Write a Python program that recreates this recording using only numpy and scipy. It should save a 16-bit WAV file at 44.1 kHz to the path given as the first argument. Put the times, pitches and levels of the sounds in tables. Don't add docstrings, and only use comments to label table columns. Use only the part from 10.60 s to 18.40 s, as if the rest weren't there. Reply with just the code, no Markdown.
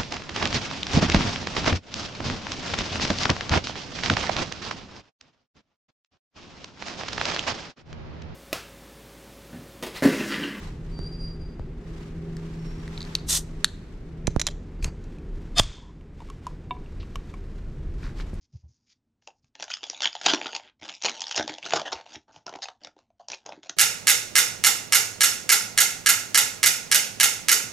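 import sys
import numpy as np
from scipy import signal
from scipy.fft import rfft, irfft
from scipy.io import wavfile

SR = 44100
rng = np.random.default_rng(int(sys.argv[2]) if len(sys.argv) > 2 else 0)


def wrap_up_sound(samples):
    columns = np.atleast_2d(samples).T
    tamed = np.clip(columns, -1, 1)
    steps = np.round(tamed * 32767).astype(np.int16)
    wavfile.write(sys.argv[1], SR, steps)


N = 343980
TIME = np.arange(N) / SR
HIT_TIME = np.arange(SR // 4) / SR


def from_db(db):
    return 10 ** (np.asarray(db) / 20)


def rms_one(x):
    return x / np.sqrt(np.mean(x ** 2) + 1e-20)


def unit_hit(x):
    return x / np.sqrt(np.sum(x ** 2) / (SR / 100) + 1e-20)


def level(rows):
    rows = np.array(rows)
    return from_db(np.interp(TIME, rows[:, 0], rows[:, -1]))


def cut(x, hz, kind, order=2):
    sos = signal.butter(order, min(hz, .45 * SR), kind, fs=SR, output="sos")
    return signal.sosfilt(sos, x)


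def smooth(x, s):
    r = np.exp(-1 / (s * SR))
    return signal.lfilter([1 - r], [1, -r], x)


def drift(rate, size=N):
    knots = rng.standard_normal(int(size / SR * rate) + 2)
    return rms_one(np.interp(TIME[:size] * rate, np.arange(len(knots)), knots))


def noise(colour, side_db):
    hz, db = np.transpose(colour)
    log_hz = np.log(np.fft.rfftfreq(N, 1 / SR) + 0.0014)
    beyond = np.maximum(np.log(hz[0]) - log_hz, 0) + np.maximum(log_hz - np.log(hz[-1]), 0)
    gain = from_db(np.interp(log_hz, np.log(hz), db) - 40 * beyond)
    mid, side = irfft(rfft(rng.standard_normal((2, N))) * gain, N)
    return rms_one(mid + from_db(side_db) * side * [[1], [-1]])


def narrow_band(hz, width_hz):
    phase = 2 * np.pi * np.cumsum(hz * np.ones(N)) / SR
    return rms_one(drift(width_hz) * np.sin(phase) + drift(width_hz) * np.cos(phase))


def ringing(modes, tilt_db=0, pitch=1, length=1, scatter_db=0, detune=0):
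    out = 0
    for k, (hz, db, t60) in enumerate(modes):
        strength_db = db + tilt_db * np.log2(hz / modes[0][0]) + scatter_db * rng.standard_normal()
        phase = 2 * np.pi * hz * pitch * (1 + detune * rng.standard_normal()) * HIT_TIME
        gain = from_db(strength_db - 60 * HIT_TIME / (t60 * length))
        out = out + (-1) ** k * gain * np.sin(phase)
    return unit_hit(out)


def crack(t60, low_hz, high_hz):
    rattle = rng.standard_normal(len(HIT_TIME)) * from_db(-60 * HIT_TIME / t60)
    return unit_hit(cut(cut(rattle, low_hz, "high"), high_hz, "low"))


def grains(per_s, spread_db):
    sizes = from_db(spread_db * np.minimum(rng.exponential(1, N), 4)) * rng.choice([-1, 1], N)
    return sizes * (rng.random(N) < per_s / SR)


def add(out, s, hit, db, pan_db=0):
    i = round(s * SR)
    out[:, i:i + len(hit)] += from_db([[db + pan_db / 2], [db - pan_db / 2]]) * hit[:N - i]


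def burst(s, db, hold_s, rise_db_per_s, fall_db_per_s):
    early = np.maximum(s - TIME, 0)
    late = np.maximum(TIME - s - hold_s, 0)
    return from_db(np.maximum(db - rise_db_per_s * early - fall_db_per_s * late, -200))


def swells(rows):
    power = 0
    for s, db, half_s in rows:
        power = power + from_db(db) ** 2 * np.exp(-2 * np.minimum(((TIME - s) / half_s) ** 2, 20))
    return np.sqrt(power)


WALL_T60_S, WALL_DB = .55, -27.5


def walls(x, gap_s=0.0088, build_s=0.0075, dull_hz=8000, side_db=-6):
    t = np.arange(SR) / SR
    mid, side = rng.standard_normal((2, SR))
    echoes = mid + from_db(side_db) * side * [[1], [-1]]
    swell = 1 - np.exp(-np.maximum(t - gap_s, 0) / build_s)
    dying = from_db(-60 * t / WALL_T60_S)
    bass = cut(echoes, dull_hz, "low", order=3)
    treble = .9 * np.sqrt(dying) * cut(echoes, dull_hz, "high", order=3)
    tail = swell * dying * (bass + treble)
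    tail = tail / np.sqrt(np.sum(tail ** 2) / 2)
    return signal.fftconvolve(x[None], tail, axes=1)[:, :N]


# (delay t/s, level/dB relative)
NEAR_ECHOES = [(.008, -24), (.019, -28.5), (.033, -26.5), (.042, -27.5)]


def near_echoes(x, smear_s=0.035, dull_hz=7500):
    response = np.zeros((2, N))
    for s, db in NEAR_ECHOES:
        scatter = crack(t60=smear_s, low_hz=800, high_hz=dull_hz)
        add(response, s, scatter / np.abs(rfft(scatter)).max() * 2, db)
    return signal.fftconvolve(x[None], response[:, :len(HIT_TIME)], axes=1)[:, :N]


# (t/s, level/dB relative, only the change counts)
MOTOR_SWELL = [(0.0, -51.5), (0.46, -39), (0.93, -46.5), (1.19, -46.5), (1.63, -35.5), (2.35, -40.5),
               (3.3, -48.5), (3.67, -43), (3.89, -51), (5.8, -57), (6.02, -54), (6.3, -63), (7.43, -54),
               (7.8, -52)]


def motor_swell():
    s, db = np.transpose(MOTOR_SWELL)
    return np.interp(TIME, s, db - db.max())


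# (f/Hz, level/dB relative to one another)
HUM_LINES = [(161.5, -38), (242.2, -54), (323.0, -58), (355.3, -56), (404.2, -52)]
HUM_DB, HUM_SWING = -32.5, 0.88


def hum(waver_hz=0.9, flutter_db=1.0, lag_s=0.00012):
    top_db = max(db for hz, db in HUM_LINES)
    lag = lag_s * np.array([[0], [1]])
    lines = 0
    for hz, db in HUM_LINES:
        phase = 2 * np.pi * (np.cumsum(hz + waver_hz * drift(9)) / SR - hz * lag)
        lines = lines + from_db(db - top_db + flutter_db * drift(7.8)) * np.sin(phase)
    return from_db(HUM_DB + HUM_SWING * motor_swell()) * lines


# (t/s, level/dB before the lift WIND_DB)
WIND = [(0.0, -38), (2.5, -42), (2.76, -39), (5.6, -42.5), (6.89, -42), (7.23, -36), (7.8, -39)]
# (t/s, level/dB, half length t/s)
JOSTLES = [(1.04, -34, 0.062), (2.2, -38.5, 0.24), (4.25, -30, .04), (5.05, -26, 0.063),
           (6.38, -31.5, 0.062), (6.57, -33.5, 0.039), (7.73, -35, .02)]
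# (f/Hz, level/dB relative)
WIND_COLOUR = [(15, -12), (25, 0), (33, 3), (43, -2.5), (55, -8), (80, -6), (100, -12.5), (140, -14),
               (200, -25)]
WIND_DB, GUST_DB, GUSTS_PER_S = 3.5, 0.84, 5.3


def wind():
    breeze = level(WIND) * from_db(WIND_DB + GUST_DB * drift(GUSTS_PER_S))
    return np.hypot(breeze, swells(JOSTLES)) * noise(WIND_COLOUR, side_db=-27.5)


# (f/Hz, level/dB relative)
TOWN_COLOUR = [(90, -14), (140, 2), (230, -2.5), (400, -5.5), (600, -18), (1000, -24.5), (2000, -28),
               (3500, -38.5), (7000, -49), (14000, -64)]
TOWN_DB, TOWN_SWING = -42, .12


def town():
    wash = from_db(TOWN_DB + TOWN_SWING * motor_swell()) * noise(TOWN_COLOUR, side_db=-7.0)
    mid = wash.mean(axis=0)
    return mid + cut(wash - mid, 500, "high", order=1)


# (t/s, level/dB before a 3 dB lift, half length t/s)
SLEEVE = [(.02, -47.5, 0.11), (.4, -61, 0.33), (1.39, -55.5, 0.15), (2.1, -56, 0.51), (2.44, -50, 0.19),
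          (3.1, -58.5, 0.36), (4.5, -65, 0.12), (4.85, -62.5, 0.19), (5.68, -57, 0.12), (5.88, -57, 0.071),
          (6.7, -61.5, 0.56), (7.46, -55.5, 0.068), (7.60, -49, 0.03), (7.75, -58, 0.49)]
# (f/Hz, level/dB relative)
SLEEVE_COLOUR = [(400, -2.5), (900, 4), (1800, 1.5), (3000, -2.5), (5000, -6.5), (7500, -11),
                 (10000, -20.5), (12200, -18.5), (15000, -31)]
SLEEVE_REST_DB = -67.5


def sleeve():
    strokes = np.hypot(from_db(SLEEVE_REST_DB), swells(SLEEVE))
    flicker = from_db(3 + 1.7 * drift(120))
    return strokes * noise(SLEEVE_COLOUR, side_db=0.0) * flicker


# (t/s, f/Hz, level/dB before flutter and a 1.5 dB cut)
SQUEALS = [
    [(0.308, 4660, -72), (0.32, 4650, -55), (0.38, 4645, -50.5), (0.44, 4660, -50), (0.5, 4670, -54),
     (0.57, 4640, -72)],
    [(0.39, 4690, -58), (0.435, 4740, -45.5), (0.48, 4780, -39), (0.52, 4760, -47), (0.585, 4780, -48),
     (0.612, 4788, -41.5), (0.665, 4790, -41.5), (0.692, 4760, -54.5), (0.735, 4775, -48),
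     (0.775, 4710, -62), (0.815, 4780, -52), (0.88, 4765, -60), (0.92, 4745, -70), (1.0, 4760, -80)],
    [(1.99, 5470, -63), (2.045, 5520, -64), (2.065, 5530, -54), (2.12, 5540, -60), (2.21, 5620, -62),
     (2.24, 5590, -74)],
]


def squeals(waver_hz=10, octave_db=-25, echo_db=-8):
    out = 0
    for note in SQUEALS:
        s, hz, db = np.transpose(note)
        phase = 2 * np.pi * np.cumsum(np.interp(TIME, s, hz) + waver_hz * drift(160)) / SR
        sounding = (TIME > s[0]) * (TIME < s[-1])
        loudness = level(note) * sounding * from_db(-1.5 + 2 * drift(70))
        out = out + loudness * (np.sin(phase) + from_db(octave_db) * np.sin(2 * phase))
    return out + from_db(echo_db) * walls(out)


# (t/s, level/dB, left over right level/dB, softness cut-off f/Hz, tick level/dB relative)
THUMPS = [(0.391, -34.5, -12, 1300, -24), (0.9958, -31, 7, 945, -35), (3.678, -19.5, -12.5, 900, -27),
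          (3.7626, -18.5, -13, 1010, -28), (4.252, -32.5, -1, 600, -30), (4.278, -32.5, -1, 400, -33),
          (4.9960, -18.5, 9, 260, -40), (7.732, -33, 0, 500, -36)]


def thumps(body_hz=100):
    r = np.exp(-2 * np.pi * body_hz / SR)
    pulse = -np.exp(-2 * np.pi * body_hz * HIT_TIME)
    for _ in range(3):
        pulse = signal.lfilter([r, -1], [1, -r], pulse)
    out = np.zeros((2, N))
    for s, db, pan_db, soft_hz, tick_db in THUMPS:
        tick = crack(t60=0.006, low_hz=1300, high_hz=5500)
        hit = unit_hit(cut(pulse, soft_hz, "low")) + from_db(tick_db) * tick
        add(out, s, hit, db, pan_db)
    return out


# (t/s, level/dB, brightness level/dB per octave,
# lid flex level/dB relative, flex f/Hz, crack level/dB relative, tab pitch as a factor)
TAB_SNAPS = [(1.768, -47.5, 5, -1, 1760, -5, 1.17), (2.2783, -44.5, -2, 8, 1995, -14, 1),
             (2.3765, -39, -13.5, -15, 2410, -20, 1.01), (2.4055, -39.5, -5, -28, 2400, -26, 1.06),
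             (2.417, -40.5, -4, -24.5, 2403, -20, 1), (2.4278, -41.5, -3, -19.5, 2392, -18, 1.06),
             (2.45, -48, 0, -22, 2400, -14, 1.06), (2.552, -20.5, 4.5, -16, 2698, -14, 1.02),
             (3.0444, -14.5, -5, -7, 1743, -4, .98), (3.0515, -35, 6, -12, 1760, 0, 1.1)]
# (f/Hz, level/dB relative, time to fall 60 dB t/s)
TAB_MODES = [(3340, -8.5, 0.0058), (3760, 1, 0.0096), (4060, 3.5, 0.0073), (4445, 1.5, 0.009),
             (5300, -9, .004), (6250, -8, 0.0065), (8300, -27, .012), (10000, -19, 0.005),
             (12000, -19.5, .004)]
# (f/Hz, level/dB relative, time to fall 60 dB t/s)
FLEX_MODES = [(1830, 6.5, .008), (1340, 3, 0.004)]


def tab():
    out = np.zeros((2, N))
    for s, db, tilt_db, flex_db, flex_hz, crack_db, pitch in TAB_SNAPS:
        metal = ringing(TAB_MODES, tilt_db, pitch)
        flex = ringing(FLEX_MODES, pitch=flex_hz / FLEX_MODES[0][0])
        hit = unit_hit(signal.lfilter(np.hanning(5), 1, metal + from_db(flex_db) * flex))
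        hit = hit + from_db(crack_db) * crack(t60=0.0055, low_hz=3500, high_hz=8900)
        hit = hit + from_db(-15.5) * crack(t60=0.05, low_hz=2600, high_hz=6000)
        add(out, s, unit_hit(hit), db)
    return np.array([out[0], np.roll(out[1], 1)])


# (t/s, level/dB, hold t/s)
GAS = [(2.696, -21.5, 0.075), (4.244, -46, .004), (4.996, -34, .004)]
# (f/Hz, level/dB relative)
GAS_COLOUR = [(290, -54.5), (500, -21.5), (545, -17.5), (815, -18.5), (1220, -13.5), (1700, -18.5),
              (1930, -9), (2160, -21.5), (3530, -4.5), (5130, -6), (5830, -3), (8480, -2.5), (11100, -11),
              (12300, -7.5), (15500, -26.5)]
# (f/Hz, level/dB relative)
JET_RESONANCES = [(3550, -4), (5845, 1), (6460, 0), (8390, -1), (10115, -3), (12135, -5)]
# (t/s, level/dB, hold t/s)
LEAK = (4.228, -55.5, 0.05)
GAS_RISE_DB_PER_S, GAS_FALL_DB_PER_S = 1301, 600.5
JET_Q, JET_RING_DB = 60, -7
LEAK_HZ, LEAK_Q, LEAK_RISE_DB_PER_S, LEAK_FALL_DB_PER_S = 4600, 24, 602, 400


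def gas(sputter_db=1.45):
    flow = sum(burst(*row, GAS_RISE_DB_PER_S, GAS_FALL_DB_PER_S) for row in GAS)
    white = rng.standard_normal(N)
    rings = 0
    for hz, db in JET_RESONANCES:
        rings = rings + from_db(db) * signal.lfilter(*signal.iirpeak(hz, JET_Q, fs=SR), white)
    hiss = noise(GAS_COLOUR, side_db=-7) + from_db(JET_RING_DB) * rms_one(rings)
    jet = flow * rms_one(hiss * from_db(sputter_db * drift(290)))
    whistle = signal.lfilter(*signal.iirpeak(LEAK_HZ, LEAK_Q, fs=SR), rng.standard_normal(N))
    return jet + burst(*LEAK, LEAK_RISE_DB_PER_S, LEAK_FALL_DB_PER_S) * rms_one(whistle)


# (t/s, level/dB, brightness level/dB per octave,
# left over right level/dB, lid pitch as a factor, flap level/dB relative, flap f/Hz, rattle level/dB relative)
CRACKS = [(3.6707, -27, -0.5, -4, 1.015, -26, 3170, -6.5), (3.796, -29, -5.5, -6, 1, -20, 3180, -7),
          (3.799, -31, 2.5, 6, 0.98, -13, 3180, -3), (3.8150, -23.5, -1.5, -4.5, 1, -17, 3150, -8),
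          (3.8677, -22.5, 5, -5, 1, -18, 3320, -4.5), (3.8741, -28, -5.5, -2, 1.02, 0, 3210, -4),
          (3.886, -35, -9, -3, .985, -1, 3160, -3), (4.226, -43.5, -2, 8, 1.03, -1, 2350, -1),
          (4.2440, -30.5, -2, 4, 1.08, -8, 2450, 0), (4.4400, -60.5, 12, -3, 1.03, -15, 2400, 3),
          (4.585, -56, -24, -2, 1, -2, 2410, -6)]
# (f/Hz, level/dB relative, time to fall 60 dB t/s)
LID_MODES = [(600, -27.5, 0.04), (1350, -9.5, 0.0032), (1960, -1, 0.0046), (2500, -8.5, .008),
             (3450, -17, 0.02), (3970, -1, 0.013), (5290, -6, 0.014), (6040, 0, 0.023), (6960, -5, 0.022),
             (7400, -7.5, 0.016), (8530, -15, 0.0071), (9900, -18.5, 0.016), (11300, -31, .01),
             (12400, -22, .008)]
# (f/Hz, level/dB relative, time to fall 60 dB t/s)
FLAP_MODES = [(3180, 0, .028), (3480, 3, .016)]


def score_cracks():
    out = np.zeros((2, N))
    for s, db, tilt_db, pan_db, pitch, flap_db, flap_hz, rattle_db in CRACKS:
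        lid = ringing(LID_MODES, tilt_db, pitch, scatter_db=1.5, detune=0.003)
        flap = ringing(FLAP_MODES, pitch=flap_hz / FLAP_MODES[0][0], detune=0.006)
        rattle = crack(t60=0.022, low_hz=710, high_hz=6540)
        hit = lid + from_db(flap_db) * flap + from_db(rattle_db) * rattle
        add(out, s, unit_hit(hit), db, pan_db)
    return out


# (t/s, level/dB before the stroke's fade, length t/s, centre f/Hz, slips per s, half width in octaves)
SCRAPES = [(4.227, -51, 0.025, 6000, 3900, 0.97), (4.245, -48.5, 0.061, 1800, 3500, .5),
           (4.246, -49, 0.073, 900, 3500, .3), (4.248, -52, 0.04, 6500, 3500, 0.51),
           (6.395, -50.5, 0.053, 2800, 700, .7), (7.428, -42, 0.023, 1400, 900, 0.47),
           (7.437, -46, 0.08, 1670, 540, 0.16), (7.428, -54, 0.071, 4270, 600, 0.3),
           (7.568, -52.5, 0.055, 4100, 600, 0.23), (7.586, -45.5, 0.05, 1600, 600, 0.55),
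           (7.602, -44, 0.023, 4100, 700, .2), (7.733, -59, 0.031, 6000, 1150, .9)]


def scrapes():
    out = np.zeros((2, N))
    for s, db, length, hz, per_s, half_octaves in SCRAPES:
        spread = 2 ** half_octaves
        slips = grains(per_s, spread_db=2.0)[:len(HIT_TIME)]
        grit = rms_one(cut(cut(slips, hz / spread, "high", order=3), hz * spread, "low", order=5))
        stroke = np.minimum(HIT_TIME / (0.19 * length), 1) * np.exp(-2 * (HIT_TIME / length) ** 2)
        add(out, s, grit * stroke, db)
    return out


# (start t/s, break t/s, level/dB at the break)
TEAR = (4.948, 4.997, -15.5)
# (f/Hz, level/dB relative before damping, damping time t/s)
CAN_MODES = [(695, -7, .08), (1200, -7.5, .05), (1700, -9, .02), (3085, -5, .03), (3618, 1, .06),
             (5030, -2, .07), (8387, -12, .03), (1950, -11, .02), (2600, -8, .02), (3350, -4, .04),
             (4050, -5, .012), (4380, -3, .022), (6400, -13, .015), (7150, -7, .04), (9400, -14, .03),
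             (10940, -20, .03)]
TEAR_RISE_DB, TEAR_GROWTH = 49.5, 2.1
TEAR_SLACK_DB, TEAR_FALL_DB_PER_S = -21.5, 600


def tearing(rip_db=-8.0, rip_top_hz=7000, flutter_db=2.5, waver_cycles=1.3):
    size, body = len(HIT_TIME), 0
    for hz, db, t60 in CAN_MODES:
        phase = 2 * np.pi * np.cumsum(hz + waver_cycles / t60 * drift(300, size=size)) / SR
        strength = np.sqrt(t60) * from_db(db + flutter_db * drift(200, size=size))
        body = body + strength * np.sin(phase)
    rip = rms_one(cut(grains(per_s=7000, spread_db=1.5)[:size], rip_top_hz, "low"))
    tear = rms_one(cut(rms_one(body) + from_db(rip_db) * rip, 470, "high", order=3))
    length = TEAR[1] - TEAR[0]
    growing = from_db(-TEAR_RISE_DB * np.maximum(1 - HIT_TIME / length, 0) ** TEAR_GROWTH)
    slack = from_db(TEAR_SLACK_DB - TEAR_FALL_DB_PER_S * (HIT_TIME - length))
    return np.where(HIT_TIME < length, growing, slack) * tear


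# (t/s, level/dB, brightness level/dB per octave)
POPS = [(4.983, -22, 7.5), (4.9965, -14, -1), (4.9985, -21, -3), (5.0345, -39, 15)]
# (f/Hz, level/dB relative, time to fall 60 dB t/s)
POP_MODES = [(2720, -2.5, 0.0058), (3120, -3.5, .014), (3380, 0, 0.022), (3620, -4.5, 0.012),
             (4750, -1, 0.0071), (5850, -3, 0.0067), (7000, -4.5, 0.0045), (8650, -37.5, 0.27)]
# (f/Hz, level/dB relative, time to fall 60 dB t/s)
PUFF_MODES = [(640, 3, .012), (900, 2, 0.0098), (1090, 1, 0.0076)]
PUFF_S, PUFF_DB = 4.9965, -19.5


def opening():
    out = np.zeros((2, N))
    add(out, TEAR[0], tearing(), TEAR[2])
    for s, db, tilt_db in POPS:
        rattle = crack(t60=0.011, low_hz=800, high_hz=6800)
        add(out, s, unit_hit(ringing(POP_MODES, tilt_db) + from_db(-6) * rattle), db)
    puff = unit_hit(cut(ringing(PUFF_MODES), 500, "high"))
    add(out, PUFF_S, puff, PUFF_DB)
    return out


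# (t/s, level/dB, hold t/s)
FIZZ = (5.005, -45, 0.12)
# (t/s, level/dB, hold t/s)
SIGH = (5.005, -47.5, 0.15)
FIZZ_RISE_DB_PER_S, FIZZ_FALL_DB_PER_S = 2702, 111
SIGH_HZ, SIGH_WIDTH_HZ, SIGH_FALL_DB_PER_S = 3400, 560, 135
SPRAY_DB, SPRAY_FALL_DB_PER_S = -40.5, 130.5


def foam():
    bubbles = 0
    for hz in np.geomspace(1100, 7500, num=15):
        clicks = grains(per_s=hz / 14, spread_db=2.0)
        bubbles = bubbles + signal.fftconvolve(clicks, ringing([(hz, 0, 9 / hz)]))[:N]
    fizz = burst(*FIZZ, FIZZ_RISE_DB_PER_S, FIZZ_FALL_DB_PER_S)
    fizz = fizz * rms_one(cut(bubbles, 7300, "low", order=6))
    sigh = burst(*SIGH, FIZZ_RISE_DB_PER_S, SIGH_FALL_DB_PER_S) * narrow_band(SIGH_HZ, SIGH_WIDTH_HZ)
    droplets = cut(grains(per_s=4300, spread_db=2.5), 1000, "high")
    spray = burst(FIZZ[0], SPRAY_DB, 0, FIZZ_RISE_DB_PER_S, SPRAY_FALL_DB_PER_S)
    spray = spray * rms_one(cut(droplets, 8000, "low", order=6))
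    return fizz + sigh + gurgle() + spray


# (t/s, f/Hz, level/dB)
SLOSH = [(5.14, 760, -68), (5.165, 850, -58), (5.18, 1030, -52), (5.2, 900, -60), (5.24, 990, -53.5),
         (5.27, 949, -57), (5.308, 1056, -54), (5.33, 1082, -72)]
SLOSH_WIDTH_HZ = 230


def gurgle():
    s, hz, db = np.transpose(SLOSH)
    sounding = (TIME > s[0]) * (TIME < s[-1])
    return level(SLOSH) * sounding * narrow_band(np.interp(TIME, s, hz), SLOSH_WIDTH_HZ)


# (t/s, level/dB, cavity f/Hz, rim level/dB relative,
# tick level/dB relative, ring length as a factor, most excited rim f/Hz, rim brightness level/dB per octave)
PLINKS = [(5.410, -56.5, 1000, 2, -10, .4, 2990, 0.5), (5.6036, -42.5, 940, -11, -20.5, 0.6, 3600, 0.5),
          (5.619, -44, 890, -15, -24, 0.41, 1690, -2), (5.687, -49.5, 1090, -10, -18, 0.6, 3300, 3),
          (5.7, -40, 1096, -10, -10, 0.6, 3300, 7), (5.8676, -28.5, 994, -31, -17, 0.48, 3650, 3),
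          (6.1083, -26, 987, -7, -39, 0.99, 3650, -0.5), (6.148, -53, 976, -6, -35, .8, 3650, 0),
          (6.167, -47, 980, -13, -35, 0.8, 2300, 0), (6.2608, -57, 1050, 8, -9.5, .4, 2750, 2),
          (6.43, -50.5, 1110, -1.5, -18, 0.4, 2750, 3), (6.5568, -35, 1110, -3, -8.5, 0.34, 3060, 7),
          (6.7394, -44, 1070, -2, -15.5, 0.55, 2250, -3.5)]
# (f/Hz, level/dB relative, time to fall 60 dB t/s
CAVITY_MODES = [(983, -2, 0.065), (1100, -3, 0.013)]
# (f/Hz, level/dB relative before the touch boost, time to fall 60 dB t/s before that factor)
RIM_MODES = [(736, 0.5, 0.14), (1680, -9, 0.05), (2290, 2, 0.055), (2740, 1, 0.045), (3070, -3.5, 0.033),
             (3300, -7, .02), (3630, -6.5, 0.042)]
TOUCH_BOOST_DB, TOUCH_OCTAVES = 10.5, 0.097
RIM_TOP_HZ = 4200


def plinks():
    out = np.zeros((2, N))
    for s, db, hz, rim_db, tick_db, length, rim_hz, tilt_db in PLINKS:
        length = max(length, .1)
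        air = ringing(CAVITY_MODES, pitch=hz / CAVITY_MODES[0][0], length=length)
        touched = []
        for f, mode_db, t60 in RIM_MODES:
            nearness = np.exp(-(np.log2(f / rim_hz) / TOUCH_OCTAVES) ** 2)
            touched.append((f, mode_db + TOUCH_BOOST_DB * nearness, t60))
        rim = ringing(touched, tilt_db, length=length, detune=0.004)
        tick = crack(t60=0.018, low_hz=3020, high_hz=6350)
        soft = cut(air + from_db(rim_db) * rim, RIM_TOP_HZ, "low", order=4)
        add(out, s, unit_hit(soft + from_db(tick_db) * tick), db)
    return out


SNAP_SHADED = .3


def scene(snap_send_db=-18, crack_send_db=1, gas_send_db=-3):
    lid, jet, snaps = score_cracks(), gas(), tab()
    rest = snaps + opening() + plinks() + foam() + scrapes()
    thrown = from_db(crack_send_db) * lid * drift(900) + from_db(gas_send_db) * jet
    thrown = thrown + rest + from_db(snap_send_db) * snaps
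    far = from_db(WALL_DB) * walls(thrown.mean(axis=0))
    near = near_echoes((lid + rest - SNAP_SHADED * snaps).mean(axis=0))
    background = squeals() + hum() + wind() + town() + sleeve()
    return lid + jet + rest + far + near + thumps() + background


GAIN_THRESHOLD_DB, GAIN_WINDOW_S, GAIN_ATTACK_S, GAIN_RELEASE_DB_PER_S = -19, .01, 0.048, 6


def gain_control(x):
    level_db = 10 * np.log10(smooth(x.mean(axis=0) ** 2, GAIN_WINDOW_S) + 1e-12)
    recovery = GAIN_RELEASE_DB_PER_S * TIME
    excess_db = np.maximum(level_db - GAIN_THRESHOLD_DB, 0)
    duck_db = np.maximum.accumulate(excess_db + recovery) - recovery
    return x * from_db(-smooth(duck_db, GAIN_ATTACK_S))


# (t/s, share of the left-right difference kept)
WIDTH = [(0, 0.73), (3.85, 0.86), (4.3, .05), (5.4, .03), (5.7, 0.12), (7.8, 0.48)]
CEILING = .88
MIC_TOP_HZ, CUTOFF_HZ = 12100, 15800


def record(dry):
    ducked = gain_control(dry)
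    mid = ducked.mean(axis=0)
    narrowed = mid + (ducked - mid) * np.interp(TIME, *np.transpose(WIDTH))
    rounded = narrowed / (1 + (narrowed / CEILING) ** 4) ** (1 / 4)
    dulled = cut(rounded, MIC_TOP_HZ, "low")
    return signal.sosfilt(signal.ellip(10, .1, 80, CUTOFF_HZ, fs=SR, output="sos"), dulled)


dry = scene()
out = record(dry)
wrap_up_sound(out)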